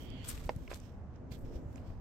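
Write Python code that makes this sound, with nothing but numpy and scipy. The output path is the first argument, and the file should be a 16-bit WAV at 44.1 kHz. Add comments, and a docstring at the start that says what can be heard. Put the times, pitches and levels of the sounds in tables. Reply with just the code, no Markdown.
"""Shuffling on gravel beside an air conditioner

An outdoor unit makes a low, even rumble with a faint hum: filtered noise and wavering sine tones.
Feet shift on gritty gravel: soles scuff (bursts of tiny clicks), stones click and knock (ringing tones).
A sleeve rustles and swishes on the right (filtered noise), and the hand-held microphone takes soft bumps.
"""
import sys
import numpy as np
from scipy import signal
from scipy.fft import rfft, irfft
from scipy.io import wavfile
from scipy.ndimage import uniform_filter1d, map_coordinates

SR = 44100
rng = np.random.default_rng(int(sys.argv[2]) if len(sys.argv) > 2 else 0)


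def store_wav(level_fs):
    """Save 16-bit WAV to argv[1]."""
    pcm = np.round(np.clip(np.atleast_2d(level_fs), -1, 1) * 32767)
    wavfile.write(sys.argv[1], SR, pcm.T.astype(np.int16))


N = 88464  # length in samples


def undb(db):
    """Turn decibels into a gain."""
    return 10 ** (np.asarray(db) / 20)


def unit(x):
    """Scale a sound to an average (rms) strength of 1."""
    return x / np.sqrt(np.mean(x ** 2) + 1e-30)


def pan(db):
    """Give the left and right gains for a left-minus-right difference in dB."""
    gains = undb(np.array([[db], [-db]]) / 2)
    return unit(gains)


def frequencies():
    """List the frequency in Hz of each step of a spectrum."""
    return np.arange(N // 2 + 1) * SR / N


def colour(x, points):
    """Filter a sound along a curve of (Hz, dB) points, falling away below the first point."""
    hz, db = np.array(points, float).T
    f = np.maximum(frequencies(), 1)
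    gain = undb(np.interp(np.log(f), np.log(hz), db))
    low_cut = np.minimum(f / hz[0], 1) ** 2
    return irfft(rfft(x) * gain * low_cut, N)


def tilted(points, db_per_octave):
    """Make a brighter or duller version of a spectrum."""
    return [(hz, db + db_per_octave * np.log2(hz)) for hz, db in points]


def walk(rate):
    """Wander smoothly at random, with a spread near 1 and `rate` new values per second."""
    hold = int(SR / rate)
    steps = np.repeat(rng.standard_normal(N // hold + 1), hold)
    smooth = uniform_filter1d(uniform_filter1d(steps, hold), hold)
    return unit(smooth[:N])


def since(start):
    """Count the seconds since a moment (negative before it)."""
    return np.arange(N) / SR - start


def swell(peak, attack, release):
    """Rise exponentially to a peak and fall away from it; all times in seconds."""
    t = since(peak)
    return np.exp(np.minimum(t / abs(attack), -t / abs(release)))


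def ring(t, t60):
    """Start at t = 0 and die away by 60 dB in t60 seconds."""
    return (t >= 0) * np.exp(-np.log(1000) * np.maximum(t, 0) / t60)


def crackle(rate, spread_db, hiss, shared):
    """Mix dense tiny clicks of uneven strength with hiss, partly shared by both ears."""
    happens = rng.random((3, N)) < rate / SR
    sign = rng.choice([-1, 1], (3, N))
    strength = undb(spread_db * np.minimum(rng.exponential(size=(3, N)), 5))
    x = unit(happens * sign * strength) + hiss * rng.standard_normal((3, N))
    shared = np.clip(shared, 0, 1)
    return np.sqrt(1 - shared) * x[:2] + np.sqrt(shared) * x[2]


def strike(modes, s, db, side, tilt=0):
    """Hit a stone once: its natural tones (modes) start together and each dies away at its own pace."""
    t = since(s)
    body = 0
    for hz, gain_db, t60 in modes:
        tone = np.sin(2 * np.pi * hz * t) * ring(t, t60)
        body = body + tone * undb(gain_db) * undb(tilt * np.log2(hz))
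    contact_s = .00025  # softens the very start of the blow
    body = body * (1 - np.exp(-np.maximum(t, 0) / contact_s))
    return body / np.abs(body).max() * undb(db) * pan(side)


def machine():
    """The unit: noise for the rumble, drone and air buffeting the microphone, sine tones for the hum."""
    # Spectra of the noises. Each row: frequency in Hz, relative level in dB.
    rumble_spectrum = [(28, -4), (55, -2), (72, 1), (110, -1.5), (150, -7), (200, -7.5), (245, -12),
                       (290, -11.5), (370, -19.5), (480, -19), (680, -20.5), (950, -26), (1300, -31.5),
                       (3000, -50), (4200, -72), (12000, -100)]
    drone_spectrum = [(120, -23.5), (210, -8), (255, 11.5), (300, -4), (340, 2.5), (420, -7), (590, -5),
                      (760, -23), (1500, -29), (4000, -61), (12000, -90)]
    buffet_spectrum = [(22, -2.5), (45, 3.5), (70, -15.5), (120, -8), (250, -30.5), (600, -72),
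                       (3000, -100)]
    # How much the ears differ. Each row: frequency in Hz, side minus mid level in dB.
    ear_difference = [(20, -7), (120, -6), (300, -10), (800, -6), (2500, -2)]
    # The drone swells as the microphone moves. Each row: time in seconds, level in dB.
    drone_level = [(0, -53), (.4, -58.5), (0.702, -55), (1.05, -74), (1.22, -53), (1.36, -56.5),
                   (1.55, -48), (1.7, -55), (2.0, -65)]
    # Deep buffeting on the moving microphone. Each row: time in seconds, level in dB.
    buffet_level = [(0, -58), (.1, -47.5), (.25, -58), (.4, -46), (.52, -45.5), (.68, -48), (.85, -68),
                    (1.25, -66), (1.47, -43), (1.7, -65), (1.95, -47.5)]
    # Wavering tones of the hum. Each row: middle frequency in Hz, middle level in dB.
    hum_tones = [(70, -57), (241, -67.5), (263, -76), (465, -72)]

    def wide(points):
        """Noise with a part common to both ears and a part opposite in each."""
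        mid, side = colour(rng.standard_normal((2, N)), points)
        side = colour(side, ear_difference)
        return unit(mid + side * np.array([[1], [-1]]))

    def level(curve):
        """Gain that follows the points of a level curve."""
        return undb(np.interp(since(0), *np.array(curve).T))

    rumble_db, waver_db = -49.5, 2
    rumble = wide(rumble_spectrum) * undb(rumble_db + waver_db * walk(5.62))

    left, right = wide(drone_spectrum) * level(drone_level)
    lag_s = 0.00043  # the drone reaches the right ear first
    drone = np.array([np.roll(left, int(lag_s * SR)), right])

    buffet = wide(buffet_spectrum) * level(buffet_level)

    pitch_waver, flutter_db = .015, 2  # pitch as a fraction of the frequency
    hum = 0
    for hz, db in hum_tones:
        gain = undb(db + flutter_db * walk(5.8))
        cycles = np.cumsum(hz * (1 + pitch_waver * walk(12))) / SR + rng.random()
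        hum = hum + gain * unit(np.sin(2 * np.pi * cycles))
    return (rumble + drone + buffet + hum) * pan(-0.6)


def air():
    """Faint outdoor hiss: random noise with a shaped spectrum."""
    # Spectrum of the hiss. Each row: frequency in Hz, relative level in dB.
    air_spectrum = [(1500, 37), (3000, 19.5), (6000, 22), (9000, 11.5), (11000, -48), (16000, -48)]
    hiss = unit(colour(rng.standard_normal((2, N)), air_spectrum))
    return hiss * undb(-77) * pan(db=-8)


def swish():
    """Thin, whistling fabric: bands of friction noise waver and creep upward as it slides faster."""
    # Resonances of the fabric. Each row: frequency in Hz, width in Hz, relative level in dB.
    swish_modes = [(2300, 900, -9), (3256, 430, 0), (4680, 380, -11.5), (6950, 3300, -31)]
    peak_s, attack_s, release_s, level_db = .23, .35, 0.078, -55.5
    f = frequencies()
    bands = sum(undb(db) / (1 + ((f - hz) / width * 2) ** 2) for hz, width, db in swish_modes)
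    rub = irfft(rfft(rng.standard_normal((2, N))) * bands, N)
    # Playing the noise faster or slower moves its pitch.
    rise_per_s, waver = .2, .02  # fractions of the normal speed
    speed = 1 + rise_per_s * since(peak_s) + waver * walk(30)
    place = np.cumsum(speed)
    rub = unit(np.array([map_coordinates(ear, [place], mode="wrap") for ear in rub]))
    return rub * swell(peak_s, attack_s, release_s) * undb(level_db) * pan(-9.5)


def sleeve():
    """Cloth slides near the right ear: crackling fibres, with a different colour for each move."""
    # Moves of the sleeve. Each row: peak in seconds, level in dB, attack in seconds,
    # release in seconds, brightness in dB per octave, frequency of an emphasis in Hz.
    rustles = [(0.02, -61.5, 0.048, 0.047, 9, 5300), (.235, -69.5, 0.045, .03, 3, 6970),
               (.64, -69, 0.12, 0.13, 5, 1570), (0.85, -66, 0.07, 0.058, 1, 5500),
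               (1.158, -71.5, 0.027, 0.022, -4, 5840), (1.32, -55, 0.0056, 0.022, 4.5, 4440),
               (1.353, -64, 0.017, 0.0086, 4, 3450), (1.455, -67.5, 0.01, 0.043, 0, 5300),
               (1.559, -64, 0.026, 0.019, 3, 5350), (1.741, -75.5, 0.15, 0.029, 5, 7160),
               (1.879, -69, 0.042, 0.07, 2, 4800)]
    # Spectrum of the cloth before tilting. Each row: frequency in Hz, relative level in dB.
    cloth = [(600, -14.5), (1500, 7), (3200, 6.5), (4500, -2), (6000, -2), (8800, -8), (10300, -25.5),
             (12500, -7.5), (16000, -19)]
    emphasis_db, emphasis_octaves = 8, 0.13
    fibres = rfft(crackle(rate=3500, spread_db=-2.5, hiss=0.32, shared=0.13))
    f = np.maximum(frequencies(), 1)
    out = 0
    for s, db, attack, release, tilt, hz in rustles:
        octaves_away = np.log2(f / hz)
        emphasis = undb(emphasis_db * np.exp(-.5 * (octaves_away / emphasis_octaves) ** 2))
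        rustle = unit(colour(irfft(fibres * emphasis, N), tilted(cloth, tilt)))
        out = out + rustle * undb(db) * swell(s, attack, release)
    return out * pan(-12)


def pebbles():
    """Each pebble gives a snap and a few milliseconds of crumbling around its own pitch."""
    # Single clicks. Each row: start in seconds, peak level in dB before panning, centre in Hz,
    # width in octaves, left minus right in dB.
    clicks = [(0.1023, -47.5, 5240, 0.56, -10), (0.3772, -41.5, 2490, 0.61, 4),
              (.457, -48.5, 13100, 0.32, -12), (.5625, -43.5, 7000, 3.6, -12), (.6779, -40, 2470, 0.23, 0),
              (.7375, -41, 4660, 0.48, -5), (0.7439, -34, 5600, 0.85, 11), (.7675, -55, 6500, 0.97, -10),
              (.801, -46.5, 6200, 0.42, 5), (1.16, -59.5, 5270, 0.24, -8), (1.729, -53, 7150, 1.8, -11),
              (1.7586, -47.5, 6600, 0.28, -2), (1.7816, -54, 2830, 0.11, -9)]
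    snap_size, crumble_size, crumble_t60_s = .3, .1, .012  # sizes count relative to each other
    f = np.maximum(frequencies(), 1)
    out = 0
    for s, db, hz, octaves, side in clicks:
        click = crumble_size * rng.standard_normal((2, N)) * ring(since(s), crumble_t60_s)
        click[:, int(s * SR)] += snap_size
        band = np.exp(-.5 * (np.log2(f / hz) / octaves) ** 2)
        click = irfft(rfft(click) * band, N)
        out = out + click / np.abs(click).max() * undb(db) * pan(side)
    return out


def scuffs():
    """Grit crunches in fits and starts (stick and slip) from the moment the sole touches it."""
    # Scuffs of the sole. Each row: touch in seconds, level in dB, rise in seconds,
    # release in seconds, brightness in dB per octave, left minus right in dB.
    touches = [(0.2415, -51, 0.0024, 0.13, 3, 1), (0.276, -45, 0.019, 0.022, 6, -1),
               (0.287, -52.5, 0.026, 0.055, 1.5, -2), (0.386, -60.5, 0.055, 0.079, 1, -18),
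               (.56, -69.5, .06, 0.081, -6, -13), (0.693, -53, 0.011, 0.037, 0, -6.5),
               (.742, -54.5, 0.013, 0.022, 3.5, -3.5), (1.34, -73, 0.05, 0.069, 9.5, -3),
               (1.72, -65.5, 0.056, 0.038, 0, -8)]
    # Spectrum of the grit before tilting. Each row: frequency in Hz, relative level in dB.
    grit = [(500, 8), (1200, 12), (2500, 7), (4500, 3), (6500, -1), (8200, 0), (10500, -13), (13000, -2.5),
            (16000, -23.5)]
    stick_slip_db, stick_slip_per_s = 2, 170
    out = 0
    for s, db, rise, release, tilt, side in touches:
        grains = crackle(rate=3500, spread_db=4.5, hiss=0.59, shared=0.16)
        grains = grains * undb(stick_slip_db * walk(stick_slip_per_s))
        press = np.clip(since(s) / rise, 0, 1)
        let_go = np.exp(-np.maximum(since(s + rise), 0) / release)
        crunch = unit(colour(grains, tilted(grit, tilt)))
        out = out + crunch * undb(db) * press * let_go * pan(side)
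    return out


def scrape():
    """One stone scrapes and rings: crackling friction excites its high resonances."""
    # Resonances of the stone. Each row: frequency in Hz, width in Hz, relative level in dB.
    scrape_modes = [(7950, 120, -26.5), (8140, 260, 4), (8950, 200, 8), (11230, 420, -4), (13000, 510, -5),
                    (14300, 1100, -19.5)]
    peak_s, attack_s, release_s, level_db = 0.2897, 0.0056, 0.012, -36
    f = frequencies()
    stone = sum(undb(db) / (1 + 2j * (f - hz) / width) for hz, width, db in scrape_modes)
    friction = crackle(rate=5800, spread_db=2.5, hiss=.6, shared=0.098)
    rub = unit(irfft(rfft(friction) * stone, N))
    return rub * swell(peak_s, attack_s, release_s) * undb(level_db) * pan(9)


def bumps():
    """The hand jolts the microphone: one deep swing down and back up."""
    # Soft bumps. Each row: middle in seconds, peak level in dB before panning, speed of the swing in Hz.
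    jolts = [(.346, -35, 44.6), (0.465, -34, 56), (0.566, -30.5, 86), (1.319, -36.5, 85),
             (1.444, -35.5, 62), (1.563, -33, 44.5), (1.662, -39, 61), (1.904, -38, 69)]
    out = 0
    for s, db, hz in jolts:
        u = 2 * np.pi * hz * since(s)
        out = out + undb(db) * u * np.exp(.5 - .5 * u ** 2)
    return out * pan(db=1.5)


def knocks():
    """Stones knock and rattle, followed by scattered reflections from the wall and cabinet."""
    # Dull knocks under the sole. Each row: start in seconds, peak level in dB before panning
    # and reflections, left minus right in dB.
    blows = [(0.4931, -18.5, -3.5), (.4948, -35, -12.5)]
    # Another stone rattles. Each row: the same three columns, then brightness in dB per octave.
    clacks = [(0.6782, -45, 1, 5.5), (.7148, -31, -4.5, 0.5), (.7171, -38.5, 1, -3), (.7222, -46, -15, 1),
              (.7302, -41.5, -10, 4.5), (0.7309, -36.5, 2, -6.5), (1.3206, -45.5, -15, 3),
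              (1.7582, -46.5, -15, 4), (1.7793, -52, -13, 4), (1.9021, -48.5, -2, -4)]
    # Tones of the two stones. Each row: frequency in Hz, relative level in dB,
    # time to die away by 60 dB in seconds.
    knock_modes = [(430, -22.5, 0.052), (498, -8, 0.061), (625, 1.5, 0.015), (860, 9, 0.012),
                   (920, -9, 0.0065), (1370, 0, 0.007), (1850, -3, 0.01), (2080, -3.5, 0.013),
                   (2550, -8, 0.013), (4900, -12.5, 0.0095), (5300, -15, 0.0083)]
    clack_modes = [(443, -4.5, 0.017), (618, 6.5, 0.013), (1042, -1, 0.027), (1462, 0.5, 0.011),
                   (2164, -2, 0.009), (2390, -4.5, 0.0082), (2900, -28, .013), (5150, -16, 0.009)]
    # Spectrum of the reflections. Each row: frequency in Hz, relative level in dB.
    tail_colour = [(200, -10), (900, -5), (1800, -6), (6000, -6.5)]
    tail_db, tail_t60_s = -6.5, 0.059
    direct = sum(strike(knock_modes, *row) for row in blows)
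    direct = direct + sum(strike(clack_modes, *row) for row in clacks)
    # Fading noise stands for many small echoes.
    echoes = colour(rng.standard_normal((2, N)), tail_colour) * ring(since(0), tail_t60_s)
    echoes = unit(echoes) / np.sqrt(N)
    tail = signal.fftconvolve(direct, echoes, axes=1)[:, :N]
    return direct + undb(tail_db) * tail


def footfall():
    """A shoe lands with a quiet thud: mostly low crackle that starts fast and dies away."""
    # Spectrum of the thud. Each row: frequency in Hz, relative level in dB.
    thud_spectrum = [(80, 6), (130, 1), (280, 3), (500, -8), (800, -21), (1400, -21.5), (3000, -22),
                     (6000, -39), (14000, -65)]
    start_s, attack_s, t60_s, level_db = 1.3185, .0015, .12, -43
    grains = crackle(rate=1100, spread_db=4, hiss=0.56, shared=0.95)
    thud = unit(colour(grains, thud_spectrum))
    t = since(start_s)
    return thud * np.clip(t / attack_s, 0, 1) * ring(t, t60_s) * undb(level_db) * pan(-9)


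def draught():
    """The fan's turbulent air flutters, swells and fades as the microphone passes over the grille."""
    # Spectrum of the draught. Each row: frequency in Hz, relative level in dB.
    draught_spectrum = [(250, 0.5), (340, 0), (480, 0), (620, -8.5), (800, -27.5), (2000, -48.5),
                        (8000, -69)]
    peak_s, attack_s, release_s, level_db = 1.562, .1, 0.066, -49.5
    flutter_db, flutter_per_s = 3.5, 60
    flutter = undb(flutter_db * walk(flutter_per_s))
    gusts = unit(colour(rng.standard_normal(N), draught_spectrum) * flutter)
    return gusts * swell(peak_s, attack_s, release_s) * undb(level_db)


def scene():
    """Add up the unit, the air and the person moving beside it."""
    surroundings = machine() + air() + draught()
    cloth_and_hand = swish() + sleeve() + bumps()
    feet = pebbles() + scuffs() + scrape() + knocks() + footfall()
    return surroundings + cloth_and_hand + feet


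def record(dry):
    """The recorder cuts the top: a steep filter removes what lies above 15900 Hz."""
    low_pass = signal.ellip(10, .2, 70, 15900, fs=SR, output="sos")
    return signal.sosfilt(low_pass, dry)


dry = scene()
out = record(dry)
store_wav(out)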